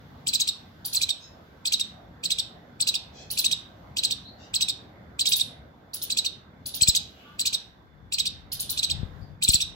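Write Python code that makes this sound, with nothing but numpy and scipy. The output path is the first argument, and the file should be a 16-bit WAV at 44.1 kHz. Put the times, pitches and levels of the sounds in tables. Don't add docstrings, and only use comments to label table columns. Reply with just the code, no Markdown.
import sys
import numpy as np
from scipy import signal
from scipy.fft import rfft, irfft, next_fast_len
from scipy.io import wavfile
from scipy.ndimage import uniform_filter1d, map_coordinates

SR = 44100
rng = np.random.default_rng(int(sys.argv[2]) if len(sys.argv) > 2 else 0)


def output_pcm(signal):
    pcm = np.clip(np.atleast_2d(signal).T, -1, 1) * 32767
    wavfile.write(sys.argv[1], SR, np.round(pcm).astype(np.int16))


N = 429969


def amp(db):
    return 10 ** (np.asarray(db) / 20)


def unit(x):
    return x / np.sqrt(np.mean(x ** 2) + 1e-20)


def along(points, hz):
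    f, v = np.transpose(points)
    return np.interp(np.log(hz + 1), np.log(f + 1), v)


def curves(rows, at):
    s, *cols = np.transpose(rows)
    return [np.interp(at, s, c) for c in cols]


def wobble(rate, size):
    knots = rng.standard_normal(int(size * rate / SR) + 4)
    return map_coordinates(knots, [np.arange(size) * rate / SR])


def filtered(x, response):
    m = next_fast_len(x.shape[-1] + 8192)
    spectrum = rfft(x, m) * response(np.fft.rfftfreq(m, 1 / SR))
    return irfft(spectrum, m)[..., :x.shape[-1]]


def add(track, s, sound):
    part = track[:, max(round(s * SR), 0):][:, :sound.shape[-1]]
    part += sound[..., :part.shape[-1]]


# (frequency [Hz], correlation [-1..1])
STEREO_CORRELATION = [(60, 1), (250, 0.9), (1000, 0), (4000, 0)]


def rush(spectrum, patchy_db):
    z = signal.stft(rng.standard_normal((2, N)), nperseg=512)[2]
    field = rng.standard_normal(z.shape[1:])
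    field = uniform_filter1d(uniform_filter1d(field, size=5, axis=0), size=16, axis=1)
    pair = signal.istft(z * amp(patchy_db * unit(field)), nperseg=512)[1][:, :N]

    def mid_side(hz):
        turn = np.arccos(np.clip(along(STEREO_CORRELATION, hz), -1, 1)) / 2
        return amp(along(spectrum, hz)) * [np.cos(turn), np.sin(turn)]

    mid, side = filtered(pair, mid_side)
    return unit(np.array([mid + side, mid - side]))


# (time [s], relative rumble level [dB], relative wash level [dB])
AIR_COURSE = [(0.0, -52, -58), (1.68, -56, -58.5), (1.93, -53, -58), (5.4, -49.5, -57), (5.89, -56, -60),
              (6.76, -44, -58.5), (7.11, -55.5, -58.5), (7.36, -52, -58), (7.85, -60, -63.5),
              (9.01, -48.5, -56), (9.42, -46, -60.5), (9.75, -58, -59.5)]
# (time [s], hiss level [dB])
LEAF_COURSE = [(0, -64), (1.4, -65.5), (2.1, -69), (3.8, -66.5), (6.5, -73), (7.2, -60.5), (7.9, -75),
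               (9.2, -66), (9.75, -88)]
# (frequency [Hz], relative density [dB per Hz])
RUMBLE_SPECTRUM = [(15, -45), (25, -27), (56, 0), (80, 3.5), (193, 0.5), (227, -0.5), (281, -5), (335, -23),
                   (500, -19.5), (650, -38.5), (1100, -120)]
WASH_SPECTRUM = [(180, -36), (300, 0.5), (339, -3.5), (729, -4.5), (1220, -10), (1540, -10.5),
                 (1860, -12.5), (2100, -13.5), (2730, -32), (4620, -120)]
HISS_SPECTRUM = [(1200, -25.5), (2000, -6.5), (3000, 1), (3900, 1), (5500, -7), (7500, -14), (9000, -32),
                 (12000, -10), (16000, -17.5)]
# (frequency [Hz], level [dB])
WHINE_TONES = [(1560, -71.5), (3500, -75.5)]


def outdoors(rumble_gain_db=1.0, rumble_top_db=-52, wash_gain_db=3):
    t = np.arange(N) / SR
    rumble_db, wash_db = curves(AIR_COURSE, t)
    rumble_db = np.minimum(rumble_db, rumble_top_db) + rumble_gain_db + 0.8 * wobble(7.4, size=N)
    rumble = amp(rumble_db) * rush(RUMBLE_SPECTRUM, patchy_db=2.0) * amp([[.7], [-.7]])
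    wash_db = wash_db + wash_gain_db + 0.68 * wobble(5, size=N)
    wash = amp(wash_db) * rush(WASH_SPECTRUM, patchy_db=2.0) * amp([[-1.5], [1.5]])
    whines = 0
    for hz, db in WHINE_TONES:
        band = [(hz * .95, -50), (hz * .985, -4), (hz, 0), (hz * 1.015, -4), (hz * 1.05, -50)]
        whines = whines + amp(db) * rush(band, patchy_db=0)
    hiss = amp(curves(LEAF_COURSE, t)[0]) * rush(HISS_SPECTRUM, patchy_db=1)
    return rumble + wash + swells(t, count=7) + whines + hiss


def whistle(hz, overtones_db, colour, rasp_db):
    size = len(hz)
    phase = 2 * np.pi * np.cumsum(hz * (1 + .012 * wobble(1500, size=size))) / SR
    tone = 0
    for k, db in enumerate([0, *overtones_db], 1):
        below_nyquist = np.clip((SR / 2 - k * hz) / 2000, 0, 1)
        tone = tone + amp(db + along(colour, k * hz)) * below_nyquist * np.sin(k * phase)
    flutter = amp(2.5 * wobble(700, size=size))
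    noise = rng.standard_normal(size)
    rasp = unit(filtered(noise, lambda f: amp(along(colour, f)) / (1 + (2400 / (f + 1)) ** 8)))
    return np.sqrt(2) * tone * flutter + amp(rasp_db) * rasp


# (frequency [Hz], relative level [dB])
TAIL_COLOUR = [(2000, -4.5), (3000, 3.5), (3600, 3), (4500, 0.5), (6000, 0.5), (8000, -3), (11000, -1.5),
               (16000, -0.5)]
# (frequency [Hz], time to fall 60 dB [s])
TAIL_T60 = [(2000, 0.61), (4000, 0.33), (6000, .33), (8000, 0.25), (11000, 0.29), (16000, 0.034)]


def bush(call, leaves_db, leaves_t60, garden_db, lead):
    t = np.arange(SR // 2) / SR
    delay = .001 + np.array([[-lead], [lead]]) / 2
    direct = np.sinc((t - delay) * SR) * (t < .002)
    scatter = rng.standard_normal((2, len(t))) ** 3 * amp(-60 * t / leaves_t60) * (t > .0015)
    hz, frames, z = signal.stft(rng.standard_normal((2, len(t))), SR, nperseg=256)
    tail_db = along(TAIL_COLOUR, hz)[:, None] - 60 * frames / along(TAIL_T60, hz)[:, None]
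    tail = signal.istft(z * amp(tail_db), SR, nperseg=256)[1][:, :len(t)] * (t > .004)
    echoes = amp(leaves_db) * unit(scatter) + amp(garden_db) * unit(tail)
    return signal.fftconvolve(call[None], direct + echoes / np.sqrt(len(t)), axes=1)


# (frequency [Hz], relative level [dB])
CHIRP_COLOUR = [(2000, -7.5), (2550, -3.5), (3000, -5.5), (3600, 4), (4400, 2), (5200, -2.5), (6800, -7.5),
                (7500, -2), (8000, 8.5), (8700, -14.5), (9700, -21), (11200, -14), (13000, -13.5),
                (14000, -11), (15600, -7), (17000, -28.5)]
PHASES = [-1, -.7, -.35, 0, .3, .65, 1]
CHIRP_LEVEL = [-7, -1, -5.5, -2.5, -2, -1.5, -2]
SECOND_HARMONIC = [-12, -4, 1.5, -7, -2, -8, -18.5]


def chirp(t, apex_hz, rise, fall, accent_db, start_hz=2380, end_hz=3680,
          rise_width=.68, fall_width=.53, roundness=2.3):
    u = np.where(t < 0, t / rise, t / fall)
    foot_hz = np.where(t < 0, start_hz, end_hz * (apex_hz / 6000) ** .3)
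    arch = np.exp(-abs(u / np.where(t < 0, rise_width, fall_width)) ** roundness)
    hz = foot_hz * (apex_hz / foot_hz) ** arch
    fade_db = -32 * np.maximum(-u - 1, 0) - 70 * np.maximum(u - 1, 0)
    accent = accent_db * np.exp(-(u / 0.32) ** 2)
    level = amp(np.interp(u, PHASES, CHIRP_LEVEL) + fade_db + accent)
    overtones_db = [np.interp(u, PHASES, SECOND_HARMONIC), -11]
    return level * whistle(hz, overtones_db, CHIRP_COLOUR, rasp_db=-7.0)


# (relative level [dB], accent at the apex [dB])
OPENING, MIDDLE, CLOSING = (-2.95, -3), (0, 1.5), (-3.5, 0.36)
URGENT_ACCENT_DB, URGENT_STRETCH = 3, .14
RISE_S, FALL_S, FALL_AT_HZ = .0092, .0148, 7010


def run_of_chirps(start, end, count, wait, first_hz, last_hz, urgency, db):
    last = round(count) - 1
    gap = (end - start - wait) / last
    for k in range(last + 1):
        step_db, accent_db = OPENING if k == 0 else CLOSING if k == last else MIDDLE
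        s = start + k * gap + wait * (k == last)
        apex_hz = first_hz + (last_hz - first_hz) * (k / last) ** urgency
        rise = RISE_S * urgency ** URGENT_STRETCH
        fall = FALL_S * apex_hz / FALL_AT_HZ
        yield s, apex_hz, rise, fall, db + step_db, accent_db + URGENT_ACCENT_DB * np.log(urgency)


# (first apex [s], last apex [s], chirps [count], extra wait before the last [s],
# first apex pitch [Hz], last apex pitch [Hz], urgency [1 = even fall of pitch],
# relative level [dB], brightness [dB])
CHIRP_RUNS = [(0.2776, 0.483, 4, 0.011, 8130, 5770, 1.1, -23, 1.5),
              (.9555, 1.098, 3, .008, 8110, 5780, 1.1, -23, -1),
              (1.6628, 1.8033, 3, 0.0066, 7940, 5890, .5, -22.5, 0),
              (2.2448, 2.392, 3, 0.014, 7720, 5505, 0.6, -23, 0),
              (2.8111, 2.95, 3, 0.0013, 8020, 5706, 0.82, -22, -1),
              (3.3826, 3.5198, 3, 0, 7490, 5960, .45, -21, 0.5),
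              (3.9766, 4.115, 3, 0.008, 7420, 5846, 0.64, -22.5, 0.5),
              (4.5478, 4.691, 3, 0.0072, 7900, 5760, 0.43, -21.5, -0.5),
              (5.201, 5.4032, 4, .013, 7550, 5850, .45, -21.5, 1),
              (6.11, 6.255, 3, 0.0072, 7440, 6065, .7, -23, -0.5),
              (6.8210, 6.9576, 3, 0.011, 8014, 6810, 2.2, -20, 2.5),
              (7.4017, 7.5378, 3, 0.011, 7880, 6030, 1, -22.5, 1),
              (8.1307, 8.263, 3, 0.01, 8570, 5920, .45, -21.5, -2),
              (8.7826, 8.9066, 3, 0.014, 6775, 5520, 1.2, -23, -2.5),
              (9.434, 9.6136, 4, 0.015, 8230, 5950, 4.1, -21.5, -1.5)]
BRIGHT_FROM_HZ = 4600


def squirrel(gain_db=0.0, garden_db=-11):
    out = np.zeros((2, N))
    t = np.arange(-SR // 40, SR // 30) / SR
    for *run, bright_db in CHIRP_RUNS:
        treble = lambda hz: amp(bright_db * hz ** 8 / (hz ** 8 + BRIGHT_FROM_HZ ** 8))
        for s, apex_hz, rise, fall, db, accent_db in run_of_chirps(*run):
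            call = amp(db + gain_db) * filtered(chirp(t, apex_hz, rise, fall, accent_db), treble)
            heard = bush(call, leaves_db=0.0, leaves_t60=0.041, garden_db=garden_db, lead=0.00018)
            add(out, s + t[0] - .001, heard)
    return out


# (frequency [Hz], relative level [dB])
SQUEAK_COLOUR = [(2300, -11), (3200, -4.5), (4500, -6), (6500, -8), (8500, -12), (10300, -8), (12000, -7.5),
                 (14000, -7.5), (15700, -3.5), (17000, -11.5)]
# (time [s], share of the reference pitch [ratio], relative level [dB])
SQUEAK_COURSE = [(-.013, .18, -22), (-.009, .25, -4.5), (-.005, .29, 1), (-.002, 0.65, 0), (.001, 0.57, 7),
                 (.005, .81, -3.5), (.011, .97, -2), (.017, .93, -4.5), (.021, .6, -13.5),
                 (.025, 0.22, -4.5)]
# (time [s], squeaks [count], first gap [s], relative level [dB])
BURSTS = [(0.858, 2, .080, -27), (3.313, 2, .077, -25.5), (5.292, 2, 0.073, -25), (5.944, 2, .083, -28.5),
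          (6.668, 2, .082, -28.5), (8.528, 3, .077, -26.5), (9.434, 2, .085, -27.5)]
SQUEAK_FIRST_HZ, SQUEAK_LATER_HZ = 17050, 15940
SQUEAK_FIRST_DB, SQUEAK_SLOWING_S = -2, .021


def shrill_caller(garden_db=0):
    out = np.zeros((2, N))
    t = np.arange(-SR // 70, SR // 35) / SR
    share, level_db = curves(SQUEAK_COURSE, t)
    share = uniform_filter1d(share, size=70)
    swell = amp(level_db) * signal.windows.tukey(len(t), .2)
    for start, count, gap, db in BURSTS:
        for k in range(round(count)):
            s = start + k * gap + SQUEAK_SLOWING_S * k * (k - 1) / 2
            top_hz, step_db = (SQUEAK_LATER_HZ, 0) if k else (SQUEAK_FIRST_HZ, SQUEAK_FIRST_DB)
            squeak = swell * whistle(top_hz * share, [-12], SQUEAK_COLOUR, rasp_db=-14.5)
            call = amp(db + step_db) * squeak
            heard = bush(call, leaves_db=2.5, leaves_t60=0.0089, garden_db=garden_db, lead=0.00017)
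            add(out, s + t[0] - .001, heard)
    return out


# (time [s], length [s], pitch [Hz], glide [share of pitch],
# centre of the band [Hz], width of the band [Hz], relative level [dB])
DISTANT_CALLS = [(1.18, 0.09, 1288, -0.00083, 4960, 1290, -51.5),
                 (3.105, 0.16, 842, 0.062, 4800, 2270, -52.5), (4.218, 0.085, 4150, 0.06, 4150, 500, -50),
                 (4.362, 0.11, 975, 0.0086, 4330, 2400, -56), (7.065, 0.3, 399, -0.028, 2920, 454, -63.5),
                 (7.2, 0.18, 285, -0.038, 1250, 252, -55.5), (9.2, 0.035, 4730, -0.037, 4750, 490, -60)]


def far_calls(distance_db=-11.0):
    out = np.zeros((2, N))
    for s, length, hz, glide, centre_hz, width_hz, db in DISTANT_CALLS:
        size = int(length * SR)
        waver = .03 * wobble(500, size=size) + 0.032 * wobble(27, size=size)
        course = 1 + glide * np.linspace(-.5, .5, size) + waver
        phase = 2 * np.pi * np.cumsum(hz * course) / SR
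        orders = np.arange(1, 8000 // hz + 1)[:, None]
        formant = np.exp(-((orders * hz - centre_hz) / width_hz) ** 2 / 2)
        call = unit((formant * np.sin(orders * phase)).sum(0)) * signal.windows.tukey(size, .85)
        add(out, s, bush(amp(db + distance_db) * call, leaves_db=-5, leaves_t60=.1, garden_db=11.5, lead=0))
    return out


# (frequency [Hz], relative density [dB per Hz])
HOLLOW_SPECTRUM = [(300, -37), (500, 8), (740, 10), (900, -1.5), (1200, -23.5), (2500, -67.5)]
SWELL_FIRST_S, SWELL_PERIOD_S, SWELL_WIDTH_S, SWELL_DB = 2.01, .6, 0.13, -57.5


def swells(t, count):
    peaks = SWELL_FIRST_S + SWELL_PERIOD_S * np.arange(count)
    level = sum(np.exp(-((t - s) / SWELL_WIDTH_S) ** 4) for s in peaks)
    return amp(SWELL_DB) * level * rush(HOLLOW_SPECTRUM, patchy_db=2.5)


# (time [s], peak level on the left [dB])
OVERLOAD_THUMPS = [(6.821, -24.5), (6.885, -16.5), (9.031, -18.5), (9.49, -15.5), (9.546, -22)]


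def thumps(push=0.0027, rebound=0.0025):
    out = np.zeros((2, N))
    t = np.arange(SR // 10) / SR
    lobe = lambda tau: t / tau ** 2 * np.exp(-t / tau)
    response = lambda hz: (1j * hz / (36 + 1j * hz)) ** 3 / (1 + 1j * hz / 400)
    thump = filtered(lobe(push) - lobe(rebound), response)
    for s, db in OVERLOAD_THUMPS:
        add(out, s, amp(db) * thump / abs(thump).max() * amp([[0], [-14]]))
    return out


# (time of the peak [s], half length [s], relative level [dB])
GUST_TIMES = [(8.507, 0.65, -47.5), (8.985, 0.1, -32.5), (9.207, 0.042, -31.5), (9.662, .3, -42.5)]
# (frequency [Hz], relative density [dB per Hz])
GUST_SPECTRUM = [(20, -41), (45, -1.5), (80, -1), (170, -3.5), (280, -31), (600, -49), (1500, -65.5)]


def buffeting():
    t = np.arange(N) / SR
    strength = sum(amp(db) * np.exp(-np.square((t - s) / half)) for s, half, db in GUST_TIMES)
    lumps = amp(3.5 * wobble(25, size=N))
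    return strength * lumps * rush(GUST_SPECTRUM, patchy_db=-0.5) * amp([[0], [-15]])


# (frequency [Hz], left minus right [dB])
PORT_LEVEL = [(2400, -6.5), (4400, -2.5), (6000, -2), (8100, 7), (11000, -1.5), (15000, 1.5)]
# (frequency [Hz], left minus right [rad])
PORT_SHIFT = [(3000, -.1), (5500, 0), (8000, -.7), (11000, -0.1), (15000, 0)]


def scene():
    half = np.array([[.5], [-.5]])
    ports = lambda hz: amp(along(PORT_LEVEL, hz) * half) * np.exp(1j * along(PORT_SHIFT, hz) * half)
    callers = filtered(squirrel() + shrill_caller(), ports)
    return outdoors() + callers + far_calls() + thumps() + buffeting()


TOP_HZ = 16150


def record(dry):
    return filtered(np.clip(dry, -1, 1), lambda hz: 1 / (1 + (hz / TOP_HZ) ** 160))


dry = scene()
out = record(dry)
output_pcm(out)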